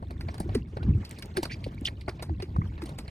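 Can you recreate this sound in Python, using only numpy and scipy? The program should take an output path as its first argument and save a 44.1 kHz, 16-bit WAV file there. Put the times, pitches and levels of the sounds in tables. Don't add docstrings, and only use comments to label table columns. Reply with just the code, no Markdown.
import sys
import numpy as np
from scipy import signal
from scipy.fft import rfft, irfft
from scipy.io import wavfile
from scipy.ndimage import uniform_filter1d

SR = 44100
rng = np.random.default_rng(int(sys.argv[2]) if len(sys.argv) > 2 else 0)


def wrap_up_sound(samples):
    columns = np.atleast_2d(samples).T
    tamed = np.clip(columns, -1, 1)
    steps = np.round(tamed * 32767).astype(np.int16)
    wavfile.write(sys.argv[1], SR, steps)


N = 136710

# f/Hz, relative level/dB
SPRAY_COLOUR = [(250, 8.5), (500, 5), (1400, 1.5), (2300, 1.5), (3200, -5.5), (4500, 6.5), (6800, -10.5),
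                (9500, 0), (16000, -18.5)]
PLACE_LAG_S = (0, .0001, .0004)


def slaps():
    # t/s, relative level/dB, then the balance of low, middle and high spray, each level/dB
    slap_table = [(0.026, -32.5, -5, -35, -36.5), (0.108, -34, -0.5, -14, -16),
                  (0.209, -34, -9.5, -9.5, -15), (0.286, -29, -10, -9, -35), (0.343, -37, -5, -11, -12.5),
                  (0.381, -39, 0, 5, -10), (0.402, -26, -9, -28, -16), (0.492, -31.5, 11, -1, -23),
                  (0.549, -28, -6, -3.5, -7), (0.77, -27, -6, -17, -32.5),
                  (0.83, -36.5, -14.5, -12.5, -31.5), (1.05, -39, -20, 1, -4.5), (1.11, -41.5, -4, 12, -17),
                  (1.187, -39.5, -5, -4, 4), (1.224, -34, -27, -6.5, -16), (1.37, -21, -6.5, -7, -12.5),
                  (1.431, -24, -7, -7.5, -7.5), (1.453, -29.5, -5, -8, -11), (1.642, -35, -40, 2, -14.5),
                  (1.664, -38, -1, -21, -25), (1.851, -32.5, -38, 2, -3), (1.886, -36, -7, -5, -14.5),
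                  (2.011, -44, -24, 2, -11), (2.082, -24, 2.5, -9.5, -43), (2.092, -35.5, -9, 3.5, -6),
                  (2.196, -36, 8, 13, -20), (2.225, -28, -8, -11.5, -10), (2.294, -37, -1.5, -12, -32),
                  (2.401, -33.5, -7, -7, -29), (2.423, -33, -14, 0, -10.5), (2.56, -35, 9, -10, -46),
                  (2.779, -39.5, -11.5, -11, -37), (2.82, -35.5, -23, -18, -28),
                  (2.858, -38.5, -14, -13, -11), (2.892, -38.5, -5, -6, -8.5), (2.986, -30, -9.5, -13, -10),
                  (3.08, -36.5, -12.5, -7, -27)]
    band_hz = (900, 2600, 8000)
    rise_s, fade_s, tail_s, tail_db = 0.0012, 0.0067, 0.019, -10.5
    lead_s, lead_db = 0.007, -17
    fizz_share, all_slaps_db = 0.24, -3.5
    length = 4096
    out = np.zeros((len(PLACE_LAG_S), N))
    fizz = bubbles(N, 2500, 3.5, 600, 12980, cycles=3.0)

    t = np.arange(length) / SR
    lead = amp(lead_db) * np.minimum(t / lead_s, 1)
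    since_blow = np.maximum(t - lead_s, 0)
    rise = 1 - np.exp(-(since_blow / rise_s) ** 2)
    fade = np.exp(-(since_blow / fade_s) ** 1.36)
    tail = amp(tail_db) * np.exp(-since_blow / tail_s)
    shape = (lead + rise) * (fade + tail)

    for k, (s, level_db, low_db, mid_db, high_db) in enumerate(slap_table):
        spray = fizz_share * np.roll(fizz, -round(s * SR))[:length]
        spray = spray + (1 - fizz_share) * rng.standard_normal(length)
        balance = np.array([low_db, mid_db - 2, high_db - 3.5])
        balance = balance - balance.max()
        spray = coloured(coloured(spray, SPRAY_COLOUR), list(zip(band_hz, balance)))
        slap = evened(spray * shape) * shape.std()
        place = out[k % len(out)]
        add(place, s - 0.0015 - lead_s, amp(level_db + all_slaps_db) * slap)
    return out


def gulps():
    # t/s, level/dB, pitch halfway through f/Hz, length/s
    gulp_table = [(0.402, -28, 178, 0.024), (0.457, -31.5, 342, 0.017), (0.552, -16.5, 393, 0.014),
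                  (0.562, -21, 237, 0.027), (0.882, -16.5, 177, 0.021), (0.888, -10.5, 75, 0.031),
                  (0.948, -13.5, 107.8, 0.023), (1.375, -20, 357, 0.032), (1.671, -29, 239, 0.0093),
                  (1.817, -25.5, 253, 0.0083), (2.079, -32.5, 367.5, 0.028), (2.288, -23, 81.3, 0.063),
                  (2.298, -34, 314, 0.054), (2.425, -29, 369, 0.022), (2.585, -13.5, 132, 0.012),
                  (2.828, -28, 316, 0.022)]
    sag, rough = 0.12, 0.15
    out = np.zeros(N)
    for s, level_db, hz, length in gulp_table:
        add(out, s, amp(level_db) * tone(hz * (1 + sag), hz * (1 - sag), length, rough))
    return out


def chirps():
    # t/s, level/dB, start f/Hz, end f/Hz, length/s, roughness 0-1
    chirp_table = [(0.799, -47.5, 1334, 1666, 0.046, 0.03), (1.496, -36, 2240, 2480, 0.028, 0.48),
                   (1.509, -34.5, 1517, 2930, 0.031, 0.45), (1.51, -38, 4320, 5030, 0.042, 0.47),
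                   (1.537, -40, 2310, 2400, 0.016, 0.46), (1.664, -28.5, 647, 383, 0.0099, 0.16),
                   (1.779, -44.5, 2110, 2520, 0.0063, 0), (1.8543, -19, 3320, 2730, 0.0058, 0.03),
                   (1.857, -29.5, 4340, 4810, 0.021, 0.83), (1.87, -24.5, 3706, 2483, 0.01195, 0.42),
                   (1.877, -28, 2963, 1640, 0.014, 0.58), (2.079, -25, 790, 464, 0.0121, 0.41),
                   (2.08, -34, 2260, 1940, 0.0066, 0.07), (2.562, -24.5, 1103, 1170, 0.0075, 0.22),
                   (2.615, -45.5, 1800, 2490, .014, 0), (2.617, -29.5, 1120, 1175, 0.0061, 0)]
    hiss_db = -16
    out = np.zeros(N)
    for s, level_db, hz0, hz1, length, rough in chirp_table:
        sound = tone(hz0, hz1, length, rough)
        hiss = evened(coloured(rng.standard_normal(2048), SPRAY_COLOUR))[:len(sound)]
        hiss = hiss * np.hanning(len(sound))
        add(out, s, amp(level_db) * (sound + amp(hiss_db) * rough * hiss))
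    return out


def ticks():
    # t/s, level at the start/dB
    tick_table = [(0.382, -44), (1.053, -50), (1.094, -40), (1.1113, -34), (1.225, -40), (1.258, -40.5),
                  (1.747, -52), (1.811, -45.5), (2.838, -38)]
    # f/Hz, relative level/dB
    tick_colour = [(1500, -26), (9500, 13), (15000, 1)]
    fade_s = 0.0009
    out = np.zeros(N)
    t = np.arange(512) / SR
    for s, level_db in tick_table:
        noise = evened(coloured(rng.standard_normal(len(t)), tick_colour))
        add(out, s, amp(level_db) * noise * np.exp(-t / fade_s))
    return out


def heave():
    # t/s, level/dB
    heave_level = [(0, -40.5), (.18, -37), (.25, -31.5), (.35, -40), (.5, -30), (.6, -33.5), (.72, -42.5),
                   (0.898, -22.5), (0.982, -27.5), (1.071, -47), (1.65, -36.5), (2.0, -40.5), (2.2, -40),
                   (2.31, -34), (2.47, -39.5), (2.601, -28), (2.75, -38), (3.1, -41)]
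    # f/Hz, relative level per Hz/dB
    thud_colour = [(20, -34.5), (44, 1.5), (81, 7.5), (288, -12.5), (367, -15), (500, -31.5), (650, -51.5),
                   (1100, -120)]
    s, level_db = np.transpose(heave_level)
    low = evened(coloured(rng.standard_normal(N), thud_colour))
    loudness = np.sqrt(uniform_filter1d(low ** 2, 2500))
    low = low / (loudness + 1.8)
    return evened(low) * amp(np.interp(np.arange(N) / SR, s, level_db))


def wash():
    # t/s, relative level/dB
    trickle_level = [(0, -64), (.45, -60), (0.703, -62.5), (0.949, -59.5), (1.12, -56.5), (1.3, -58.5),
                     (2.3, -65), (2.75, -61.5), (2.869, -54.5), (3.1, -64.5)]
    # f/Hz, relative level per Hz/dB
    wash_colour = [(88, -33), (150, 0.5), (960, -18.5), (2270, -25.5), (5460, -35.5), (9260, -44.5),
                   (14500, -47.5)]
    hiss_db, drips_db = 3, -6
    s, level_db = np.transpose(trickle_level)
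    flicker = amp(4.5 * evened(narrow(N, 28).real))
    drips = bubbles(N, 110, 3.2, 800, 4500, cycles=6.5)
    drips = coloured(drips, [(500, 0), (5000, -8)])
    hiss = evened(coloured(rng.standard_normal(N), wash_colour)) * flicker
    both = amp(hiss_db) * hiss + amp(drips_db) * evened(drips)
    return both * amp(np.interp(np.arange(N) / SR, s, level_db))


def tone(hz0, hz1, length, rough):
    u = np.arange(0, length, 1 / SR) / length
    turn = np.exp(2j * np.pi * np.cumsum(hz0 + (hz1 - hz0) * u) / SR)
    rough = np.clip(rough, 0, 1)
    smear = narrow(4096, 0.5 * hz0)[1000:1000 + len(u)]
    swell = np.sin(np.pi * u ** 0.64)
    return swell * (turn * (1 - rough + rough * smear)).imag


def bubbles(length, per_s, spread_db, lo_hz, hi_hz, cycles):
    strength = amp(spread_db * np.minimum(rng.exponential(1, length), 4))
    strength = strength * (rng.random(length) < per_s / SR)
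    kind = rng.integers(0, 30, length)
    out = np.zeros(length)
    for k, hz in enumerate(np.geomspace(lo_hz, hi_hz, 30)):
        c = np.arange(int(4 * cycles * SR / hz)) * hz / SR
        ring = (1 - np.exp(-c)) * np.exp(-c / cycles) * np.sin(2 * np.pi * c)
        ring = ring * np.sqrt(hz / hi_hz)
        out += signal.oaconvolve(strength * (kind == k), ring)[:length]
    return evened(out)


def ragged(x, depth_db, size):
    z = signal.stft(x, nperseg=128, noverlap=96)[2]
    patches = uniform_filter1d(rng.standard_normal(z.shape), size=3, axis=-2)
    patches = uniform_filter1d(patches, size=size, axis=-1)
    gain = amp(depth_db * evened(patches))
    return signal.istft(z * evened(gain), nperseg=128, noverlap=96)[1][..., :N]


def narrow(length, width_hz):
    z = rng.standard_normal((2, length))
    window = int(SR / width_hz / 2) + 1
    z = uniform_filter1d(uniform_filter1d(z, window), window)
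    return (z[0] + 1j * z[1]) / np.sqrt(np.mean(z ** 2) * 2)


def amp(db):
    return 10 ** (np.asarray(db) / 20)


def evened(x):
    return x / np.sqrt(np.mean(x ** 2) + 1e-20)


def read(points, hz):
    f, value = np.transpose(points)
    return np.interp(np.log(hz + 1), np.log(f + 1), value)


def coloured(x, points):
    hz = np.fft.rfftfreq(x.shape[-1], 1 / SR)
    return irfft(rfft(x) * amp(read(points, hz)), x.shape[-1])


def add(mix, s, sound):
    part = mix[..., round(s * SR):][..., :sound.shape[-1]]
    part += sound[..., :part.shape[-1]]


def ports(x, lag_s):
    # f/Hz, phase/rad
    port_phase = [(0, 0), (300, .15), (2500, 7.5), (8900, 6.5), (11500, 3.2), (14000, 0), (16500, -3)]
    # f/Hz, level/dB
    port_balance = [(300, 0), (700, 2), (2500, -4.5), (8000, 0)]
    hz = np.fft.rfftfreq(N, 1 / SR)
    f, lead = np.transpose(port_phase)
    lag_hz = np.interp(hz, [150, 2500, 7000], [0, 2500, 300])
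    lead = np.interp(hz, f, lead) - 2 * np.pi * lag_s * lag_hz
    half = np.exp(0.5j * lead) * amp(read(port_balance, hz) / 2)
    return irfft(rfft(x) * np.array([half, 1 / half]), N)


def scene():
    places = ragged(slaps(), 3.5, size=5)
    places += ragged(np.array([wash(), wash(), wash()]), 4.78, size=30)
    places[0] += gulps() + chirps()
    places[1] += ticks()
    return heave() + sum(ports(x, lag) for x, lag in zip(places, PLACE_LAG_S))


def record(dry):
    edge_hz = 16300
    low_pass = signal.firwin(511, edge_hz, window=("kaiser", 9), fs=SR)
    return signal.oaconvolve(dry, low_pass[None], "same")


dry = scene()
out = record(dry)
wrap_up_sound(out)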